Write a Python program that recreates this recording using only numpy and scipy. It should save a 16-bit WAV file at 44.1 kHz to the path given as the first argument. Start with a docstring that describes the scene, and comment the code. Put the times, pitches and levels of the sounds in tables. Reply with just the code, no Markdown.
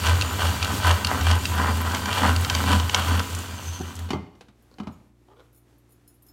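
"""A kitchen counter, heard from a phone close above: a hand mixer beats batter in a glass bowl.
The motor is throbbing noise plus a whine of harmonics; beaters spray taps into bowl resonances and drone the counter.
The steady whir and whine fade while a separate coasting whine falls; the mixer is knocked down on the counter.
Bangles jingle as struck metal modes, light scuffs ring a sliding thing, and a fridge hums in a quiet room."""
import sys
import numpy as np
from scipy import signal
from scipy.fft import rfft, irfft
from scipy.io import wavfile
from scipy.ndimage import uniform_filter1d

SR = 44100
rng = np.random.default_rng(int(sys.argv[2]) if len(sys.argv) > 2 else 0)


def unload_wav(signal):
    """Save mono or channel-first audio to the path in sys.argv[1] as 16-bit WAV at rate SR, clipped to [-1, 1]."""
    wavfile.write(
        sys.argv[1],
        SR,
        np.round(np.clip(np.atleast_2d(signal).T, -1, 1) * 32767).astype(np.int16),
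    )


def ratio_of_db(decibels):
    """Turn decibels (scalar or array-like) into linear amplitude factors; 0 dB maps to 1."""
    return 10 ** (np.asarray(decibels, float) / 20)


N = 278712
T = np.arange(N) / SR

# Steady running motor, its whine fading out while a separate coasting whine falls.
# Each row: time in seconds, commutator rate in Hz, relative whine level in dB.
MOTOR_SPEED = [(0.0, 2358, 3), (0.22, 2370, 2), (0.4, 2330, 4), (0.57, 2367, 2), (0.82, 2325, 2),
               (0.95, 2345, 1), (1.2, 2312, -6), (1.4, 2345, 3), (1.78, 2382, -1), (2.05, 2355, 3),
               (2.3, 2332, -5), (2.5, 2374, -3), (2.75, 2342, -5), (3.0, 2364, -2), (3.15, 2360, -6),
               (3.35, 2412, -3), (3.55, 2400, -5), (3.7, 2390, -30)]
# Harmonics of the whine. Each row: multiple of the commutator rate, relative level in dB.
WHINE_HARMONICS = [(1, -54), (2, -49.5), (3, -53), (4, -59), (5, -58), (6, -58)]
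# Air and brush noise of the motor. Each row: time in seconds, relative level in dB.
WHIR_LEVEL = [(0.0, -37.5), (0.57, -36.5), (1.96, -37.5), (3.09, -38), (3.74, -45.5), (3.97, -49),
              (4.15, -60.5), (4.32, -100)]
# Spectrum of that noise. Each row: frequency in Hz, relative density in dB per Hz.
WHIR_COLOUR = [(60, -11.5), (105, 3), (150, -7), (440, -14), (1000, -38.5), (2070, -21.5), (3030, -17.5),
               (5300, -24), (7100, -21), (8600, -23), (10300, -29.5), (11100, -27.5), (14200, -27),
               (15800, -31)]
# The motor switched off and slowing evenly. Each row: time in seconds, commutator rate in Hz, relative level in dB.
COAST_DOWN = [(3.28, 2400, -58), (3.48, 1830, -50), (3.74, 1080, -42), (3.95, 500, -58), (4.1, 80, -75)]
# Motor housing resonances. Each row: frequency in Hz, width in Hz, gain in dB for each of two passes.
HOUSING = [(3150, 900, -3), (4300, 700, -4), (6200, 650, 0), (8600, 900, -7), (11300, 2000, -9)]
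# Beaters turning free in the batter. Each row: time in seconds, rattle level in dB, bowl boom level in dB,
# counter drone level in dB at the crest of a throb.
FREE_CHURN = [(0.0, -34.5, -40.5, -28.5), (1.0, -38, -43.5, -30), (2.0, -34.5, -38, -30.5),
              (3.25, -39, -46, -35), (3.7, -42.5, -47.5, -32.5), (4.0, -47, -47.5, -36.5),
              (4.09, -55, -49, -30)]
# The hand sweeps the beaters against the glass. Each row: firmest contact in seconds, half length in seconds,
# rattle level in dB, treble in dB above the rattle, bowl boom level in dB.
GLASS_SWEEPS = [(0.081, 0.034, -27, -1.5, -42.5), (0.285, 0.044, -33.5, -12, -39.5),
                (0.446, 0.035, -27, -2.5, -48), (0.642, 0.043, -35.5, -1.5, -55),
                (0.737, 0.039, -30.5, -25, -32), (0.884, 0.036, -22, -3.5, -40),
                (1.134, 0.075, -29, -17, -34.5), (1.304, 0.04, -25, -4, -37.5),
                (1.618, 0.058, -24.5, -11, -29), (1.873, 0.076, -32.5, -10.5, -37.5),
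                (2.16, 0.069, -28.5, -5.5, -46), (2.264, 0.042, -23.5, -6.5, -25.5),
                (2.55, 0.051, -29, -5.5, -41), (2.72, 0.052, -25.5, -3, -24), (2.987, 0.04, -28, -4.5, -39),
                (3.136, 0.066, -29, -5.5, -30)]
# The bowl pressed down so the counter drones. Each row: start in seconds, length in seconds, level in dB, pitch in Hz.
COUNTER_SHAKES = [(0.04, .13, -20.5, 85), (0.415, .105, -21.5, 84.5), (0.825, .14, -19.5, 84.5),
                  (1.2, .175, -20.5, 83), (1.36, .65, -25.5, 81.5), (2.19, .265, -23.5, 86),
                  (2.5, .15, -28, 82.5), (2.61, .29, -22, 85), (2.94, .12, -29, 81), (3.04, .18, -24, 86.5)]
# Full bowl, low and middle modes. Each row: frequency in Hz, width in Hz, gain in dB.
BOWL_MODES = [(522.4, 330, -7), (784, 127, 0), (989, 119, 3), (1338, 200, 0.5), (1540, 76.5, 4.5),
              (1940, 273, -4)]
# Full bowl, high modes. 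Each row: frequency in Hz, width in Hz, gain in dB.
BOWL_HIGH_MODES = [(2357, 30, 3), (2830, 365, 0.5), (3260, 600, -1.5), (4440, 220, -3.5),
                   (5470, 1300, -13.5), (8600, 2500, -16), (12760, 920, -21.5)]
# Low modes of the bowl wall. Each row: frequency in Hz, width in Hz, gain in dB.
WALL_BOOM_MODES = [(122, 16, -16), (198.9, 16.8, 0), (224.4, 28.4, 0.5), (272, 32, -4.5)]
# Steel on glass. Each row: time in seconds, relative level in dB, place (0 rim, 1 bottom, 2 and up deep under batter).
CLINKS = [(0.0669, -10, 1.52), (0.2115, -12.5, .1), (0.2214, -13.5, .1), (0.418, -9.5, 2.8),
          (0.627, -13, .1), (0.6464, -16.5, 0.091), (0.9115, -11.5, 0.9), (1.047, -10, .1),
          (1.07, -13.5, 0.12), (1.086, -14, 1.9), (1.211, -21, 0.95), (1.267, -6.5, 1.78),
          (1.313, -13, 0.68), (1.4544, -14, 0.092), (1.548, -14, 2), (1.9188, -22.5, .1),
          (1.948, -14, 1.07), (2.057, -12.5, 1.5), (2.1284, -17.5, 0.61), (2.212, -12, 2.4),
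          (2.3624, -16, .1), (2.4477, -15.5, 1.1), (2.4986, -11, 0.93), (2.5498, -12.5, 0.87),
          (2.638, -8.5, 1.87), (2.798, -14, 1.3), (2.8953, -14.5, 1.26), (2.9455, -5, 1.1),
          (3.194, -16.5, 0.068)]
# Glass modes. Each row: frequency in Hz, dB when struck at the rim, dB when struck at the bottom.
GLASS_MODES = [(1420, -0.5, -16.5), (1750, -22, -2), (2250, -18, 1), (2730, 5.5, -4.5), (3150, -5.5, 3.5),
               (3810, -16, -3.5), (3840, -4, -13), (4476, 0.5, -5), (4835, -2.5, -21), (5840, -15, -6.5),
               (5900, -21, -5), (6850, -19.5, -8.5), (7680, -17.5, -17), (9600, -10, -24.5)]
# Mixer and bowl set down. Each row: time in seconds, relative crack level in dB, relative thump level in dB,
# peak of the glass ring in dB.
KNOCKS = [(4.089, -23, -50, -46), (4.105, -10.5, -25.5, -46), (4.132, -16.5, -23, -27.5),
          (4.157, -39, -31.5, -56), (4.352, -41.5, -58, -67), (4.409, -26.5, -54, -65),
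          (4.484, -38, -52.5, -63), (4.784, -26.5, -44.5, -54), (4.8, -23, -29.5, -57),
          (4.833, -33.5, -43, -60.5), (4.871, -28, -33.5, -55)]
# Plastic shell of the mixer. Each row: frequency in Hz, relative level in dB, 60 dB decay in seconds.
SHELL_MODES = [(480, 0, .04), (775, 4, .05), (1075, 0, .045), (1440, -4, .035), (2430, -4, .03),
               (2960, -5, .04)]
# Counter resonances. Each row: frequency in Hz, width in Hz, gain in dB.
COUNTER_MODES = [(83.8, 9, 1), (125.4, 22, -3), (212, 30, 8), (380, 120, -7), (700, 260, -11),
                 (1220, 400, -13)]
# Bowl knocked from outside. Each row: frequency in Hz, relative level in dB, 60 dB decay in seconds.
OUTER_RING_MODES = [(2085, 0, .15), (2110, -3, .12), (3180, -7, .11), (4500, -2, .06), (6020, -14, .1)]
# Thumb on the plastic switch. Each row: time in seconds, peak in dB, lower band edge in Hz.
SWITCH_TICKS = [(3.3023, -29, 4000), (3.328, -31, 5400), (3.349, -23, 3960), (3.388, -28, 5400),
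                (3.954, -30.5, 5400), (3.9648, -34, 2500), (3.991, -30.5, 1310)]
# Bangles touching. Each row: time in seconds, relative level in dB, dB added to the overtones below 8 kHz.
JINGLES = [(4.623, -56.5, 2), (4.922, -56, 11), (5.5288, -54, -9), (5.5468, -51.5, 2.5), (5.561, -52.5, -6),
           (5.5748, -49.5, -1), (5.7813, -56, -6), (5.891, -57.5, -4.5), (5.9066, -53.5, -6.5),
           (5.9208, -48.5, -3), (6.077, -43, 1), (6.1404, -54.5, -7.5), (6.2227, -48, -11.5),
           (6.265, -47, -4), (6.285, -45, 8)]
# Bangle overtones. Each row: frequency in Hz, relative level in dB, 60 dB decay in seconds.
BANGLE_MODES = [(3540, -17, 0.071), (4170, -14.5, 0.1), (5240, -11, 0.13), (6855, -6.5, 0.21),
                (7700, -15.5, 0.08), (9140, -3.5, 0.11), (9540, -6.5, 0.071), (9800, -5, 0.25),
                (11550, 3, 0.13), (11200, -3, 0.071), (12170, -6.5, 0.15), (12800, -2, 0.17),
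                (14400, -1.5, 0.18), (14800, -6.5, .06)]
# Something slides lightly on the counter. Each row: start in seconds, length in seconds, level in dB,
# gain of the squeak resonance in dB, squeak frequency in Hz, factor on the body frequencies.
SCUFFS = [(4.706, 0.045, -62, -8.5, 4400, 1.15), (5.278, 0.019, -56, -22.5, 3180, 0.89),
          (5.294, 0.054, -55.5, -21, 3220, 0.96), (5.358, 0.057, -55.5, -15, 3360, 1.13),
          (5.389, 0.038, -57.5, -19, 3900, 1.14)]
# Body of the sliding thing. Each row: frequency in Hz before the pitch factor, width in Hz, gain in dB.
SLIDE_MODES = [(426, 47, 6), (928, 130, -3), (1260, 79, -5), (1960, 220, -18)]
# Fridge hum. Each row: frequency in Hz, level in dB.
FRIDGE_HUM = [(59.2, -64), (118.4, -63.5), (236.9, -75.5), (296.1, -69.5), (355.3, -71.5)]
# Spectrum of the room tone. Each row: frequency in Hz, relative density in dB per Hz.
KITCHEN_COLOUR = [(15, -40), (25, -5), (113, -4.5), (170, -8.5), (299, -6), (672, -15), (4820, -29.5),
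                  (7030, -30), (10300, -33), (11700, -31.5), (15800, -41)]


def level(x, db):
    """Scale to an rms level in dB."""
    return x * ratio_of_db(db) / np.sqrt(np.mean(x ** 2))


def curves(table):
    """Columns of a table drawn over time; a column ending below zero drops to -120 after its last point."""
    seconds, *columns = np.transpose(table)
    return [np.interp(T, seconds, c, right=-120 if c[-1] < 0 else c[-1]) for c in columns]


def resonate(x, peaks):
    """Sum of two-pole resonances with alternating polarity."""
    out = 0
    for k, (hz, width, db) in enumerate(peaks):
        b, a = signal.iirpeak(hz, hz / width, SR)
        out = out + (-1) ** k * ratio_of_db(db) * signal.lfilter(b, a, x)
    return out


def coloured(points):
    """Noise of rms 1 whose spectrum is drawn through the points on a log frequency axis."""
    hz, db = np.transpose(points)
    bins = np.fft.rfftfreq(N, 1 / SR)
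    shape = ratio_of_db(np.interp(np.log(bins + 1), np.log(hz), db))
    return level(irfft(rfft(rng.standard_normal(N)) * shape, N), 0)


def walk(rate):
    """Smooth random wandering with a spread near 1; rate is in new values per second."""
    k = int(SR / rate)
    steps = np.repeat(rng.standard_normal(N // k + 1), k)
    return 1.3 * uniform_filter1d(uniform_filter1d(steps, k), k)[:N]


def ring(hz, db, t60, scatter_db, length=.35):
    """Decaying modes struck once, each blow with its own balance; peak 1."""
    t = np.arange(int(length * SR))[:, None] / SR
    balance, phase = rng.standard_normal((2, len(hz)))
    modes = ratio_of_db(db + scatter_db * balance) * np.sin(2 * np.pi * hz * t + phase) * ratio_of_db(-60 * t / t60)
    y = modes.sum(axis=1) * (1 - np.exp(-t[:, 0] / 0.00029))  # soft onset
    return y / np.abs(y).max()


def crack(t60, lo_hz, hi_hz):
    """A short decaying burst of band-limited noise; peak 1."""
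    t = np.arange(4000) / SR
    band = signal.butter(2, [lo_hz, hi_hz], "bandpass", fs=SR, output="sos")
    y = signal.sosfilt(band, rng.standard_normal(4000)) * ratio_of_db(-60 * t / t60)
    return y / np.abs(y).max()


def add(out, s, y):
    """Mix a sound in at a time in seconds."""
    i = int(s * SR)
    out[i:i + len(y)] += y[:N - i]


def swells(shapes, db):
    """Shapes (rows) at their levels, added as power."""
    return ((shapes * ratio_of_db(db)[:, None]) ** 2).sum(axis=0)


def spray(density):
    """Uneven taps at random moments over a bed of noise; density is in taps per sample."""
    size = ratio_of_db(np.minimum(3 * rng.exponential(size=N), 8))
    taps = (rng.random(N) < density) * size * rng.uniform(-1, 1, N)
    return level(taps, 0) + .6 * rng.standard_normal(N)


def motor():
    """Fan and brush noise that throbs once a turn of the twelve-bar armature, with the commutator's whine."""
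    (hz, whine_db), (whir_db,) = curves(MOTOR_SPEED), curves(WHIR_LEVEL)
    bars = np.cumsum(hz * (1 + .003 * walk(60) + .002 * walk(9))) / SR
    throb = 1 + 0.2 * np.cos(2 * np.pi * bars / 12)
    whir = coloured(WHIR_COLOUR) * throb * ratio_of_db(1.9 * walk(20))
    whine = 0
    for k, line_db in WHINE_HARMONICS:
        line_level = ratio_of_db(line_db + whine_db + 2.5 * walk(9) + 3 * walk(150))
        whine = whine + line_level * np.sin(2 * np.pi * k * bars)
    return ratio_of_db(whir_db) * level(whir, 3.93) + whine


def coasting():
    """Brushes tick unevenly over the bars, ever slower; overtones light up as they cross the housing resonances."""
    hz, db = curves(COAST_DOWN)
    bars = np.cumsum(hz * (1 + .011 * walk(130))) / SR
    ticks = sum((k * hz < 16000) * np.cos(2 * np.pi * k * bars) for k in range(1, 30))
    ticks = ticks * (T > COAST_DOWN[0][0]) * (1 + 1.1 * rng.standard_normal(N))
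    # two passes through each resonance steepen its skirts
    housed = sum(resonate(resonate(ticks, [peak]), [peak]) for peak in HOUSING)
    return ratio_of_db(db + 3 * walk(30)) * housed


def beaters():
    """Each passing wire thumps the counter and sets off a spray of uneven taps on the glass."""
    churn_treble_db = -6
    switch_s, throb_on_s, throb_off_s = 3.27, .0745, .165  # seconds a throb before and after the switch
    shake_round = .55  # 0 square, 1 arched

    churn_db, idle_boom_db, idle_drone_db = curves(FREE_CHURN)
    firmest, half, rattle_db, treble_db, boom_db = np.transpose(GLASS_SWEEPS)
    contact = np.exp(-((T - firmest[:, None]) / half[:, None]) ** 2 / 2)
    low = np.sqrt(swells(contact, rattle_db) + ratio_of_db(2 * churn_db))
    high = np.sqrt(swells(contact, rattle_db + treble_db) + ratio_of_db(2 * (churn_db + churn_treble_db)))
    boom = np.sqrt(swells(contact, boom_db) + ratio_of_db(2 * idle_boom_db))

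    start, length, shake_db, hz = np.transpose(COUNTER_SHAKES)
    progress = np.clip((T - start[:, None]) / length[:, None], 0, 1)
    pressed = np.sin(np.pi * progress).clip(0) ** shake_round
    throb = np.sin(np.pi * (T - switch_s) / np.where(T < switch_s, throb_on_s, throb_off_s))
    idle = ratio_of_db(idle_drone_db + 2.0 * walk(8.5)) * throb * (1 - pressed.max(axis=0))
    shake = np.sqrt(swells(pressed, shake_db)) + 1j * idle  # the two lie a quarter cycle apart
    pitch = np.interp(T, start + length / 2, hz, right=83.5)
    phase = np.cumsum(pitch * (1 + .02 * walk(30))) / SR
    drone = np.sqrt(2) * np.imag(np.exp(2j * np.pi * phase) * shake) * ratio_of_db(1.2 * walk(25))

    density = 800 * (.3 + np.exp(-(phase % 1) / .3)) / SR  # taps crowd the start of each drone cycle
    taps = spray(2 * density)
    # batter cushions the blows that drive the low modes
    soft = uniform_filter1d(uniform_filter1d(spray(density), size=9), size=9)
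    rattle = low * level(resonate(soft, BOWL_MODES), 0) + high * level(resonate(taps, BOWL_HIGH_MODES), 0)
    flicker_db = 1.6 * walk(40)
    return drone + ratio_of_db(flicker_db) * rattle + boom * level(resonate(soft, WALL_BOOM_MODES), 0)


def clinks():
    """A beater strikes the glass; where it lands sets the balance of the modes, and batter muffles them."""
    out = np.zeros(N)
    hz, rim_db, bottom_db = np.transpose(GLASS_MODES)
    for s, db, place in CLINKS:
        depth, bare = np.clip(place, 0, 1), np.clip(2 - place, 0, 1)
        detune = 1 + .025 * rng.standard_normal(len(hz))
        balance_db = (1 - depth) * rim_db + depth * bottom_db
        # the batter damps the ring to 17 ms
        modes = ring(hz * detune, balance_db, t60=.017, scatter_db=2.5, length=.05)
        add(out, s, bare * ratio_of_db(db + 1) * modes)
        add(out, s, bare * ratio_of_db(db - 3) * crack(.028, 2300, 6500))
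        thud = resonate(crack(0.019, 300, 1500), BOWL_MODES)
        add(out, s, depth * ratio_of_db(db - 8) * thud / np.abs(thud).max())
    return out


def knocks():
    """Plastic cracks, a short push with a rattle thumps the counter, the bowl rings on."""
    out = np.zeros(N)
    for s, crack_db, thump_db, ring_db in KNOCKS:
        add(out, s, ratio_of_db(crack_db - 12) * crack(0.07, 600, 4200))
        add(out, s, ratio_of_db(crack_db - 12.5) * ring(*np.transpose(SHELL_MODES), scatter_db=4, length=.15))
        blow = 0.9 * np.pad(crack(0.13, 142, 1720), (0, 8000))
        blow[:60] += np.hanning(60)
        thump = resonate(blow, COUNTER_MODES)
        add(out, s, ratio_of_db(thump_db + 7.5) * thump / np.abs(thump).max())
        add(out, s, ratio_of_db(ring_db) * ring(*np.transpose(OUTER_RING_MODES), scatter_db=1.5))
    return out


def tap_cluster():
    """Six soft pushes on the upper counter modes crowd into 14 ms and merge into one rough bump."""
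    out = np.zeros(N)
    tap = resonate(np.pad(np.hanning(60), (0, 4000)), COUNTER_MODES[2:])
    tap = tap / np.abs(tap).max()
    for k in range(6):
        add(out, 3.8 + .022 * k * 0.55 ** k, ratio_of_db(-26 + k) * tap)
    return out


def switch_ticks():
    """The thumb moves the plastic switch: short bright bursts of noise."""
    out = np.zeros(N)
    for s, db, lo_hz in SWITCH_TICKS:
        add(out, s, ratio_of_db(db) * crack(0.032, lo_hz, 10300))
    return out


def bangles():
    """Thin metal rings chime on different overtones at every touch and rebound against each other."""
    rebound_s, rebound_db = 0.0059, -7.5  # longest delay and level change for each rebound
    stir_count, stir_s = 60, 3.3  # random chinks while the hand stirs, up to this second
    stir_db, stir_t60 = -34, .024  # typical peak; decay in seconds, damped by the wrist

    out = np.zeros(N)
    hz, mode_db, t60 = np.transpose(BANGLE_MODES)
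    for s, db, low_db in JINGLES:
        balance_db = mode_db + low_db * (hz < 8000)
        for k in range(3):
            detune = 1 + .005 * rng.standard_normal(len(hz))
            chime = ring(hz * detune, balance_db, t60, scatter_db=5.5, length=.3)
            add(out, s + k * rebound_s * rng.uniform(0.43, 1.0), ratio_of_db(db - 4 + k * rebound_db) * chime)
        add(out, s, ratio_of_db(db - 4) * crack(.08, 8200, 20000))
    for s in stir_s * rng.random(stir_count):
        chink = ring(hz * rng.uniform(.96, 1.04), mode_db, stir_t60, scatter_db=7, length=.06)
        add(out, s, ratio_of_db(stir_db + 3 * rng.standard_normal()) * chink)
    return out


def scuffs():
    """Brief stick-slip bumps: uneven clicks and a little rubbing noise ring the sliding thing."""
    out = np.zeros(N)
    for s, length, db, squeak_db, hz, pitch in SCUFFS:
        n = int(length * SR)
        grip = .4 + 9 * (rng.random(n) < .005)  # rare strong slips over a light rub
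        rub = np.zeros(8000)
        rub[:n] = rng.standard_normal(n) * grip * np.hanning(n) ** .25
        body_modes = [(f * pitch, width, gain_db) for f, width, gain_db in SLIDE_MODES]
        body = resonate(rub, body_modes) + resonate(rub, [(hz, 0.13 * hz, squeak_db)])
        add(out, s, body * ratio_of_db(db) / np.sqrt(np.mean(body[:n] ** 2)))
    return out


def kitchen():
    """Mains hum of a fridge, each harmonic drifting in level, over the noise of a quiet room."""
    hum = 0
    for hz, db in FRIDGE_HUM:
        hum = hum + np.sqrt(2) * ratio_of_db(db + 0.77 * walk(1.8)) * np.sin(2 * np.pi * hz * T)
    return hum + level(coloured(KITCHEN_COLOUR) * ratio_of_db(1.8 * walk(21.0)), -63)


def scene():
    """Near sources, their echo from hard walls as decaying noise, and the room tone."""
    near = motor() + coasting() + beaters() + clinks() + knocks() + tap_cluster() + switch_ticks()
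    near = near + bangles() + scuffs()
    t = np.arange(SR // 2) / SR
    walls = rng.standard_normal(len(t)) * ratio_of_db(-60 * t / 0.52) * (t > .004)
    walls = signal.lfilter([.3], [1, -.7], walls)  # the echo is duller than the source
    echo = signal.fftconvolve(near, walls / np.sqrt(np.sum(walls ** 2)))[:N]
    return (near + ratio_of_db(-14) * echo + kitchen())[None]


def low_pass(x):
    """Removes everything above the highest recorded frequency."""
    return signal.sosfilt(signal.butter(12, 16600, fs=SR, output="sos"), x)


def record(dry):
    """The phone drops the deep bass below 44 Hz and the top above 15850 Hz."""
    bass_cut = signal.butter(4, 44, "highpass", fs=SR, output="sos")
    top_cut = signal.ellip(10, .3, 70, 15850, fs=SR, output="sos")
    mix = signal.sosfilt(top_cut, signal.sosfilt(bass_cut, dry))
    return low_pass(mix)


dry = scene()
out = record(dry)
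unload_wav(out)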